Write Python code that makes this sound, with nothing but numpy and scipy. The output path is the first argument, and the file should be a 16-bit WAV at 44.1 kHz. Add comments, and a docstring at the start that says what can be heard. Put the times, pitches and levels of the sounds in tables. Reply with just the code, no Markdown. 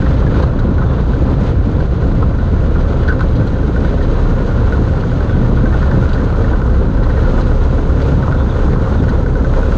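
"""Wind booms and drones on a cased camera, riding the roll bar of an unpowered racing car as it coasts
down rough asphalt. Under the buffeting the frame shudders and the tyres roar and hiss. The road rattles
a loose panel, knocks the chassis and body and jingles metal fittings; stone chips tick on the case, with
a few faint squeaks. A fast limiter holds down the buffeting."""
import sys
import numpy as np
from scipy import signal
from scipy.fft import rfft, irfft, next_fast_len
from scipy.io import wavfile
from scipy.ndimage import uniform_filter1d, minimum_filter1d, map_coordinates

SR = 44100
rng = np.random.default_rng(int(sys.argv[2]) if len(sys.argv) > 2 else 0)


def to_wav(s):
    """Save 16-bit WAV."""
    ch = np.atleast_2d(s).T  # columns
    pcm = np.round(np.clip(ch, -1, 1) * 32767)  # PCM
    wavfile.write(sys.argv[1], SR, pcm.astype(np.int16))


N = 430857
TIME = np.arange(N) / SR
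WHEEL_HZ = 11.0

# the ring of the loose panel, main mode first: f/Hz, width/Hz, level/dB
PANEL_MODES = [(1500, 107, 3.5), (1102, 260, -8), (1380, 190, -3), (1714, 360, -17), (3600, 1500, -28.5)]


def undb(db):
    """Decibels to gain."""
    return 10 ** (np.asarray(db) / 20)


def unit(x):
    """Scale to rms 1."""
    return x / np.sqrt(np.mean(x ** 2))


def lowpass(x, hz, order):
    """Roll off the top."""
    return signal.sosfilt(signal.butter(order, hz, fs=SR, output="sos"), x)


def curves(table):
    """One automation curve for each column after t/s."""
    times, *columns = np.transpose(table)
    return [np.interp(TIME, times, column) for column in columns]


def swells(table):
    """A level ride in dB from smooth swells and dips: middle t/s, length/s, rise/dB."""
    return sum(db * np.cos(np.pi * np.clip((TIME - s) / length, -.5, .5)) ** 2 for s, length, db in table)


def walk(rate):
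    """A random drift of rms 1 that turns about rate times a second."""
    points = rng.standard_normal(4096)
    return unit(map_coordinates(points, [TIME * rate], order=1, mode="wrap"))


def colour(x, points):
    """EQ a sound through (f/Hz, level/dB) points, rolling off past both ends; returned at rms 1."""
    hz, db = np.transpose(points)
    size = next_fast_len(N)
    log_hz = np.log(np.maximum(np.fft.rfftfreq(size, 1 / SR), 1))
    outside = np.abs(log_hz - np.clip(log_hz, np.log(hz[0]), np.log(hz[-1])))
    gain = undb(np.interp(log_hz, np.log(hz), db) - 20 * outside)
    return unit(irfft(rfft(x, size) * gain, size)[:N])


def ring(x, modes):
    """Drive damped modes; two passes through each keep the valleys between them dark."""
    out = 0
    for hz, width, db in modes:
        b, a = signal.iirpeak(hz, hz / width, fs=SR)
        out = out + undb(db) * signal.lfilter(b, a, signal.lfilter(b, a, x))
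    return out


def blows(table, modes, chatter_db, chatter_s):
    """Each blow is a firm contact with a short chatter after it; a pitch in its row retunes all modes."""
    out, t = np.zeros(N + SR), np.arange(SR // 8) / SR
    for s, db, *pitch in table:
        shift = pitch[0] / modes[0][0] if pitch else 1
        chatter = rng.standard_normal(len(t)) * np.exp(-t / chatter_s)
        force = (t == 0) + undb(chatter_db) * chatter / np.linalg.norm(chatter)
        sound = ring(force, np.array(modes) * [shift, 1, 1])
        start = int(s * SR)
        out[start:start + len(t)] += undb(db) * sound / np.abs(sound).max()
    return out[:N]


def jolts(rate, spread_db):
    """Random impulses of uneven strength, about rate a second."""
    chance, size = rng.random(N), np.minimum(rng.standard_normal(N), 2)
    return (chance < rate / SR) * undb(spread_db * size)


def chips():
    """The tyres fling up stone chips that tick and skitter on the case."""
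    # chip strikes: t/s, level/dB
    strikes = [(1.2317, -52), (1.5425, -55), (3.3593, -53), (3.4666, -43), (3.475, -49), (4.3411, -49),
               (6.36, -54), (6.385, -53), (6.4264, -52), (7.5408, -50), (8.1385, -50), (8.3769, -54)]
    # their bright ring on the case: f/Hz, width/Hz, level/dB
    modes = [(7800, 2500, 1), (10200, 3000, 0.5), (13500, 4000, -5)]
    return blows(strikes, modes, chatter_db=9, chatter_s=0.0025) * undb(-2)


def squeaks():
    """Thin, raspy squeaks that slide down."""
    # faint squeaks: t/s, length/s, starting f/Hz, level/dB
    slides = [(0.838, 0.11, 3600, -55), (3.01, 0.05, 3050, -52), (5.262, .11, 3526, -54),
              (8.352, 0.095, 3720, -51.5), (8.475, 0.07, 3700, -51.5), (8.97, 0.055, 3740, -52)]
    pitch_fall = 0.078  # share of the starting pitch
    rasp = 1 + .04 * walk(900)
    out = 0
    for s, length, first_hz, db in slides:
        progress = np.clip((TIME - s) / length, 0, 1)
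        hz = first_hz * (1 - pitch_fall * progress) * rasp
        out = out + undb(db) * np.sin(np.pi * progress) * np.sin(2 * np.pi * np.cumsum(hz) / SR)
    return out * undb(8.5 + 2.7 * walk(200))


def fittings(road_db):
    """The road keeps the metal fittings jingling, with a harder clack here and there."""
    # the ring of the fittings: f/Hz, width/Hz, level/dB
    modes = [(4134, 170, -0.5), (3840, 190, -2.5), (3220, 1300, -7), (4645, 150, -4.5), (6060, 800, -14.5),
             (8200, 600, -20)]
    # single clacks: t/s, level/dB
    clacks = [(0.342, -36), (0.424, -30), (0.433, -37), (0.591, -32), (1.138, -38), (1.803, -36.5),
              (2.8824, -37), (3.078, -31), (3.087, -33), (3.2076, -34), (3.352, -32.5), (3.361, -35),
              (3.472, -33), (3.846, -36), (4.0255, -33.5), (5.002, -35), (6.09, -30), (6.1307, -27),
              (7.033, -34), (7.4094, -33), (8.0157, -33), (9.0902, -28.5)]
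    jingle = unit(ring(jolts(rate=60, spread_db=3), modes)) * undb(road_db - 13)
    return jingle + undb(0.3) * blows(clacks, modes, chatter_db=14, chatter_s=0.01)


def chassis_knocks():
    """Bumps knock the chassis and ring its tubes."""
    # knocks: t/s, level/dB, main ring f/Hz
    knocks = [(0.066, -13.5, 1270), (0.365, -21, 1230), (0.434, -11.5, 1230), (0.816, -15, 1270),
              (2.225, -9.5, 1288), (3.209, -12.5, 1270), (4.192, -16, 1200), (5.308, -18, 1301),
              (5.512, -19, 1220), (5.877, -14, 1250), (6.345, -16, 1290), (7.066, -16, 1270),
              (7.339, -19, 1270), (8.234, -16, 1280), (8.277, -11, 1220), (8.681, -16, 1270),
              (8.757, -16, 1283), (8.86, -16, 1254), (8.873, -14, 1177)]
    # the tubes, main mode first: f/Hz, width/Hz, level/dB
    modes = [(1270, 90, 1.5), (530, 160, -2.5), (824, 170, -3), (1042, 170, -1), (2400, 1300, -32)]
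    return undb(-0.3) * blows(knocks, modes, chatter_db=-6, chatter_s=0.005)


def body_thuds():
    """Bigger bumps thud in the hollow body."""
    # bumps: t/s, level/dB, main ring f/Hz
    bumps = [(0.435, -19, 530), (1.825, -14, 549), (2.896, -16, 519), (3.564, -22, 522), (3.941, -12, 538),
             (8.733, -16, 490), (9.083, -18, 517.4)]
    # the hollow body, main mode first: f/Hz, width/Hz, level/dB
    modes = [(560, 180, 6), (710, 220, -6), (980, 330, -10)]
    return blows(bumps, modes, chatter_db=-8, chatter_s=0.005)


def panel_chatter():
    """The road keeps the panel chattering against the frame at several points, each with its own ring."""
    # the bed of chatter: t/s, level/dB
    ride = [(0, -39.5), (0.45, -41.5), (0.9, -46.5), (2.6, -42), (2.9, -40), (3.6, -37.5), (4.4, -38.5),
            (5.1, -38.5), (5.7, -36.5), (6.5, -37), (6.85, -40), (7.3, -36), (7.7, -42.5), (8.8, -39),
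            (9.2, -43), (9.72, -44)]
    # contact points: main ring f/Hz, level/dB
    contacts = [(1410, 0.5), (1510, -0.5), (1760, -12.5)]
    level_db, = curves(ride)
    out = 0
    for hz, db in contacts:
        modes = np.array(PANEL_MODES) * [hz / PANEL_MODES[0][0], 1, 1]
        out = out + undb(db) * unit(ring(jolts(rate=45, spread_db=2.0), modes))
    return unit(out) * undb(level_db)


def panel_rattles():
    """The loose panel gives single rattles and ticks and, in spells, ticks once per wheel turn."""
    # single rattles and ticks of the loose panel, loud and faint: t/s, level/dB, main ring f/Hz
    singles = [(0.02, -21, 1500), (0.061, -22, 1810), (0.2653, -23, 1650), (0.342, -22, 1500),
               (0.38, -24, 1620), (0.428, -25, 1560), (0.589, -20, 1466), (0.782, -19, 1455),
               (0.824, -22, 1505), (0.98, -25, 1500), (1.134, -24, 1500), (1.803, -22.5, 1516),
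               (2.02, -23, 1500), (2.1151, -25, 1500), (2.388, -22.5, 1466), (2.7584, -18.5, 1380),
               (2.8823, -26, 1402), (2.902, -23, 1436), (3.035, -20, 1463), (3.0864, -15, 1470),
               (3.107, -27, 1550), (3.1254, -16, 1450), (3.193, -17, 1500), (3.207, -13.5, 1474),
               (3.5654, -28, 1410), (3.585, -27, 1480), (4.006, -24, 1470), (4.012, -25, 1800),
               (4.7238, -14.5, 1460), (5.452, -27, 1752), (5.724, -23, 1780), (5.728, -17.5, 1413),
               (5.82, -24, 1793), (5.912, -25, 1750), (6.022, -26, 1480), (6.08, -22, 1424),
               (6.149, -21, 1450), (6.178, -24, 1785), (6.443, -26, 1780), (6.56, -23, 1430),
               (6.695, -25, 1480), (6.74, -24, 1530), (6.972, -23, 1500), (7.032, -20, 1500),
               (7.036, -29, 1830), (7.097, -18, 1500), (7.1, -30, 1840), (7.169, -25, 1830),
               (7.175, -21, 1520), (7.249, -22.5, 1440), (7.379, -21.5, 1440), (7.468, -24, 1450),
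               (7.515, -19.5, 1450), (7.782, -20.5, 1440), (8.003, -20, 1480), (8.054, -24, 1480),
               (8.323, -13.5, 1435), (8.589, -23, 1480), (8.7331, -20, 1500), (9.0838, -17.5, 1474),
               (9.09, -28, 1850)]
    # spells of ticking: first t/s, last t/s, first level/dB, last level/dB
    spells = [(3.762, 3.848, -20.5, -21), (4.402, 4.667, -26, -28), (4.937, 5.295, -30, -20),
              (5.571, 5.914, -22.5, -16.5), (6.119, 6.29, -22, -28), (6.358, 6.618, -26, -21),
              (8.227, 8.4, -22, -22.5), (8.85, 9.038, -27, -22), (9.262, 9.722, -21, -17.5)]
    tick_hz, scatter_hz = 1480, 22
    ticks = []
    for first, last, first_db, last_db in spells:
        count = round((last - first) * WHEEL_HZ) + 1
        for s, db in np.linspace((first, first_db), (last, last_db), count):
            ticks.append((s, db, rng.normal(tick_hz, scatter_hz)))
    rattles = undb(-1.0) * blows(singles, PANEL_MODES, chatter_db=-1.0, chatter_s=0.012)
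    return rattles + undb(1.5) * blows(ticks, PANEL_MODES, chatter_db=-5, chatter_s=0.008)


def panel_buzz():
    """On one bump the panel's main mode builds up, buzzes roughly and dies away."""
    start_s, rise_s, hz = 3.075, 0.015, 1505
    age = np.maximum(TIME - start_s, 0) / rise_s
    rasp = .8 * walk(260)
    envelope = age * np.exp(1 - age) * undb(-18 + 2.43 * walk(150))
    return envelope * np.sin(2 * np.pi * hz * TIME + rasp)


def hiss(hiss_db):
    """Grit crackles under the treads; higher up, air rushes past, growing as the car gathers speed."""
    # tread hiss EQ: f/Hz, level/dB
    tread_eq = [(900, -9), (1750, 8.5), (2400, 3.5), (3700, 1.5), (4080, 2), (4400, -4), (4700, -3.5),
                (5100, -12), (6500, -19.5), (8000, -40.5)]
    # air rush EQ: f/Hz, level/dB
    air_eq = [(3800, -8.5), (5000, 0), (5700, 0), (6450, 3.5), (6900, -1), (7500, -8.5), (8100, -7.5),
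              (9500, -17.5), (11000, -34.5)]
    grit = unit(jolts(rate=400, spread_db=2.0))
    treads = (rng.standard_normal(N) + 0.41 * grit) * undb(walk(90))
    air = (rng.standard_normal(N) + 0.49 * grit) * undb(0.61 * walk(40))
    air_db = hiss_db - 12.5 + 0.4745 * TIME
    return colour(treads, tread_eq) * undb(hiss_db + 3.5) + colour(air, air_eq) * undb(air_db)


def tyres(roar_db, drum_db):
    """Coarse asphalt makes the treads roar and drums the hollow body."""
    # tyre roar EQ: f/Hz, level/dB
    roar_eq = [(300, -1.5), (500, 3.5), (680, 1.5), (780, 0), (1020, 2), (1170, -2), (1380, -0.5),
               (1520, -6), (1610, -9.5), (1800, -14), (2200, -33.5), (4000, -50)]
    # body drumming EQ: f/Hz, level/dB
    drum_eq = [(220, -18.5), (360, -4.5), (435, 0.5), (475, -1.5), (530, 1), (590, -10.5), (750, -26)]
    roar = colour(rng.standard_normal(N) * undb(1.17 * walk(70)), roar_eq)
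    drum = colour(rng.standard_normal(N) * undb(walk(40)), drum_eq)
    return roar * undb(roar_db) + drum * undb(drum_db)


def shudder():
    """The wheels shake the frame and camera mount three times a turn: a wavering sub-bass."""
    # the weight of the shudder: t/s, level/dB
    ride = [(0, -21.5), (1.9, -22), (2.85, -14), (3.4, -20), (4.25, -14), (4.9, -21), (5.7, -13.5),
            (6.7, -18.5), (7.15, -13.5), (8.0, -16.5), (8.3, -23.5), (8.6, -14), (8.95, -25), (9.25, -18),
            (9.72, -9.5)]
    level_db, = curves(ride)
    hz = 3 * WHEEL_HZ * (1 + 0.012 * walk(2))
    phase = 2 * np.pi * np.cumsum(hz) / SR
    return np.sin(phase + walk(11)) * undb(level_db + 2.0 + 2.0 * walk(14))


def wind_drone():
    """Air shedding off the case drones at a low pitch that slides about with the flow."""
    # the path of the drone: t/s, f/Hz, level/dB
    path = [(0, 68, -8), (0.4, 61.4, -17), (0.65, 72, -18), (1.0, 60.85, -17), (1.3, 66.2, -22),
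            (1.8, 60.95, -14), (2.3, 66.64, -22.5), (2.85, 73.15, -13), (3.25, 68.86, -14.5),
            (3.55, 58.7, -20), (4.1, 68, -18), (4.5, 62.8, -17), (5.0, 73.74, -18), (5.85, 67.3, -15.5),
            (6.25, 76.5, -20.5), (6.6, 63.9, -14), (7.1, 63.4, -21.5), (7.4, 69.2, -10.5),
            (7.95, 62, -19.5), (8.4, 69.14, -16), (8.85, 68, -17.5), (9.25, 62, -20.5), (9.72, 66, -15.5)]
    hz, level_db = curves(path)
    phase = 2 * np.pi * np.cumsum(hz * (1 + 0.01497 * walk(6))) / SR
    return np.sin(phase + .3 * walk(25)) * undb(level_db + 2.3 * np.tanh(walk(12)))


def wind_thumps():
    """Now and then one strong eddy bursts on the case, a soft push with no click."""
    # strong eddies: t/s, level/dB, main boom f/Hz
    eddies = [(0.69, -8, 200), (1.222, -8, 165), (1.383, -9.5, 174), (5.635, -6, 234), (5.942, -3.5, 160),
              (5.972, -5, 190), (7.335, -5.5, 220)]
    # the dull boom of the case, main mode first: f/Hz, width/Hz, level/dB
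    modes = [(190, 85, 3), (294, 120, -5.5)]
    booms = blows(eddies, modes, chatter_db=-6, chatter_s=.012)
    return undb(-0.5) * lowpass(booms, hz=700, order=2)


def wind_buffet():
    """Large eddies pound the case; middling ones flutter, small ones come in bursts, and both gust."""
    # large eddy EQ: f/Hz, level/dB
    buffet_eq = [(10, -17), (22, -9), (46, 2), (76, 4), (105, -2.5), (128, -9), (155, -21.5), (260, -26)]
    # middling eddy EQ: f/Hz, level/dB
    flutter_eq = [(70, -20.5), (100, -4.5), (125, 0.5), (150, -9), (200, -23.5)]
    # small eddy EQ: f/Hz, level/dB
    eddy_eq = [(90, -21), (160, 2), (205, 0), (232, -2.5), (275, -1.5), (310, -5.5), (400, -12.5),
               (700, -21), (1500, -43.5)]
    # gusts and lulls: middle t/s, length/s, rise/dB
    gusts = [(0.2, 0.4, 4), (0.7, 0.3, 1.5), (1.23, 0.16, 4), (1.4, 0.26, 2.5), (1.7, 0.15, 3.5),
             (3.38, 0.21, 9), (4.75, 0.23, 0), (5.5, 0.58, 4), (5.98, 0.21, 9), (7.1, 0.7, -1.5),
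             (8.1, 0.7, 3.5), (8.62, 0.16, -4), (9.04, 0.2, 4.5), (9.3, 0.25, -1.5), (9.48, 0.1, 5),
             (9.66, 0.21, -2.5)]
    buffet = colour(rng.standard_normal(N), buffet_eq) * undb(-15 + walk(10))
    bursts = undb(4.16 * np.tanh(walk(80)))
    gust_db = swells(gusts) - 0.0944 * TIME  # easing along the ride
    flutter = colour(rng.standard_normal(N), flutter_eq) * undb(-20 + gust_db)
    eddies = colour(rng.standard_normal(N) * bursts, eddy_eq) * undb(-20 + 0.62 * gust_db)
    return buffet + flutter + eddies


def scene():
    """All rides with the camera in open air; the case muffles everything but the chips that strike it."""
    # the asphalt, coarse and smooth by turns: t/s, roar level/dB, hiss level/dB, drumming level/dB
    road = [(0, -29, -39, -25), (0.3, -31, -45.5, -25), (0.5, -31, -46.5, -28.5), (0.7, -32, -48, -31.5),
            (1.3, -30.5, -43.5, -26.5), (1.65, -33.5, -45, -26), (2.3, -33.5, -46.5, -29.5),
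            (2.9, -31, -44.5, -24.5), (3.6, -34, -45, -25), (4.2, -30.5, -43, -25),
            (5.0, -31.5, -44.5, -26), (5.9, -30.5, -43.5, -27.5), (6.45, -29, -44.5, -25.5),
            (6.8, -33, -47.5, -26.8), (7.25, -29.5, -43, -24), (8.0, -30.5, -45, -26),
            (8.85, -29.5, -44.5, -25.5), (9.25, -32.5, -47.5, -24.5), (9.72, -29, -42, -23)]
    # short rough or smooth patches: middle t/s, length/s, rise/dB
    patches = [(0.06, .16, -3), (0.38, 0.23, 5.5), (1.3, 0.14, -1.5), (1.375, 0.076, -3.5),
               (1.445, 0.18, 4), (1.59, 0.17, -4.5), (1.71, 0.088, 2.5), (5.83, 0.3, 0), (8.05, 0.25, 4.5)]
    roar_db, hiss_db, drum_db = curves(road)
    # the patches and a throb on each wheel turn move all the rolling noise together
    throb_db = 0.63 * np.sin(2 * np.pi * WHEEL_HZ * TIME + walk(2.4))
    rough_db = swells(patches) + throb_db + 0.77 * walk(20)
    roar_db += 0.67 * rough_db + 1.6
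    drum_db += 0.82 * rough_db - 0.7
    hiss_db += rough_db - 1.65
    rolling = tyres(roar_db, drum_db) + hiss(hiss_db) + shudder()
    wind = wind_drone() + wind_buffet() + wind_thumps()
    bodywork = fittings(hiss_db) + chassis_knocks() + body_thuds() + panel_chatter() + panel_rattles()
    dulled_bodywork = lowpass(bodywork, hz=7200, order=4)
    outside = wind + rolling + dulled_bodywork + squeaks() + panel_buzz()
    return (lowpass(outside, hz=10500, order=12) + chips())[None]


def limiter(x, ceiling_db, hold_s):
    """Duck smoothly around each peak that passes the ceiling."""
    size = int(hold_s * SR)
    gain = 1 / np.maximum(np.abs(x) / undb(ceiling_db), 1)
    return x * uniform_filter1d(minimum_filter1d(gain, size), size)


def record(dry):
    """Limit the bass, catch the last peaks and roll off the highest treble."""
    bass_hz, top_hz = 250, 15700
    bass = signal.sosfiltfilt(signal.butter(2, bass_hz, fs=SR, output="sos"), dry)
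    held_bass = limiter(bass * undb(0.93), ceiling_db=-4.5, hold_s=0.018)
    held = limiter(held_bass + dry - bass, ceiling_db=-1.1, hold_s=.004)
    fade_in = np.minimum(TIME / .004, 1)
    return signal.sosfilt(signal.ellip(8, .2, 70, top_hz, fs=SR, output="sos"), held * fade_in)


dry = scene()
out = record(dry)
to_wav(out)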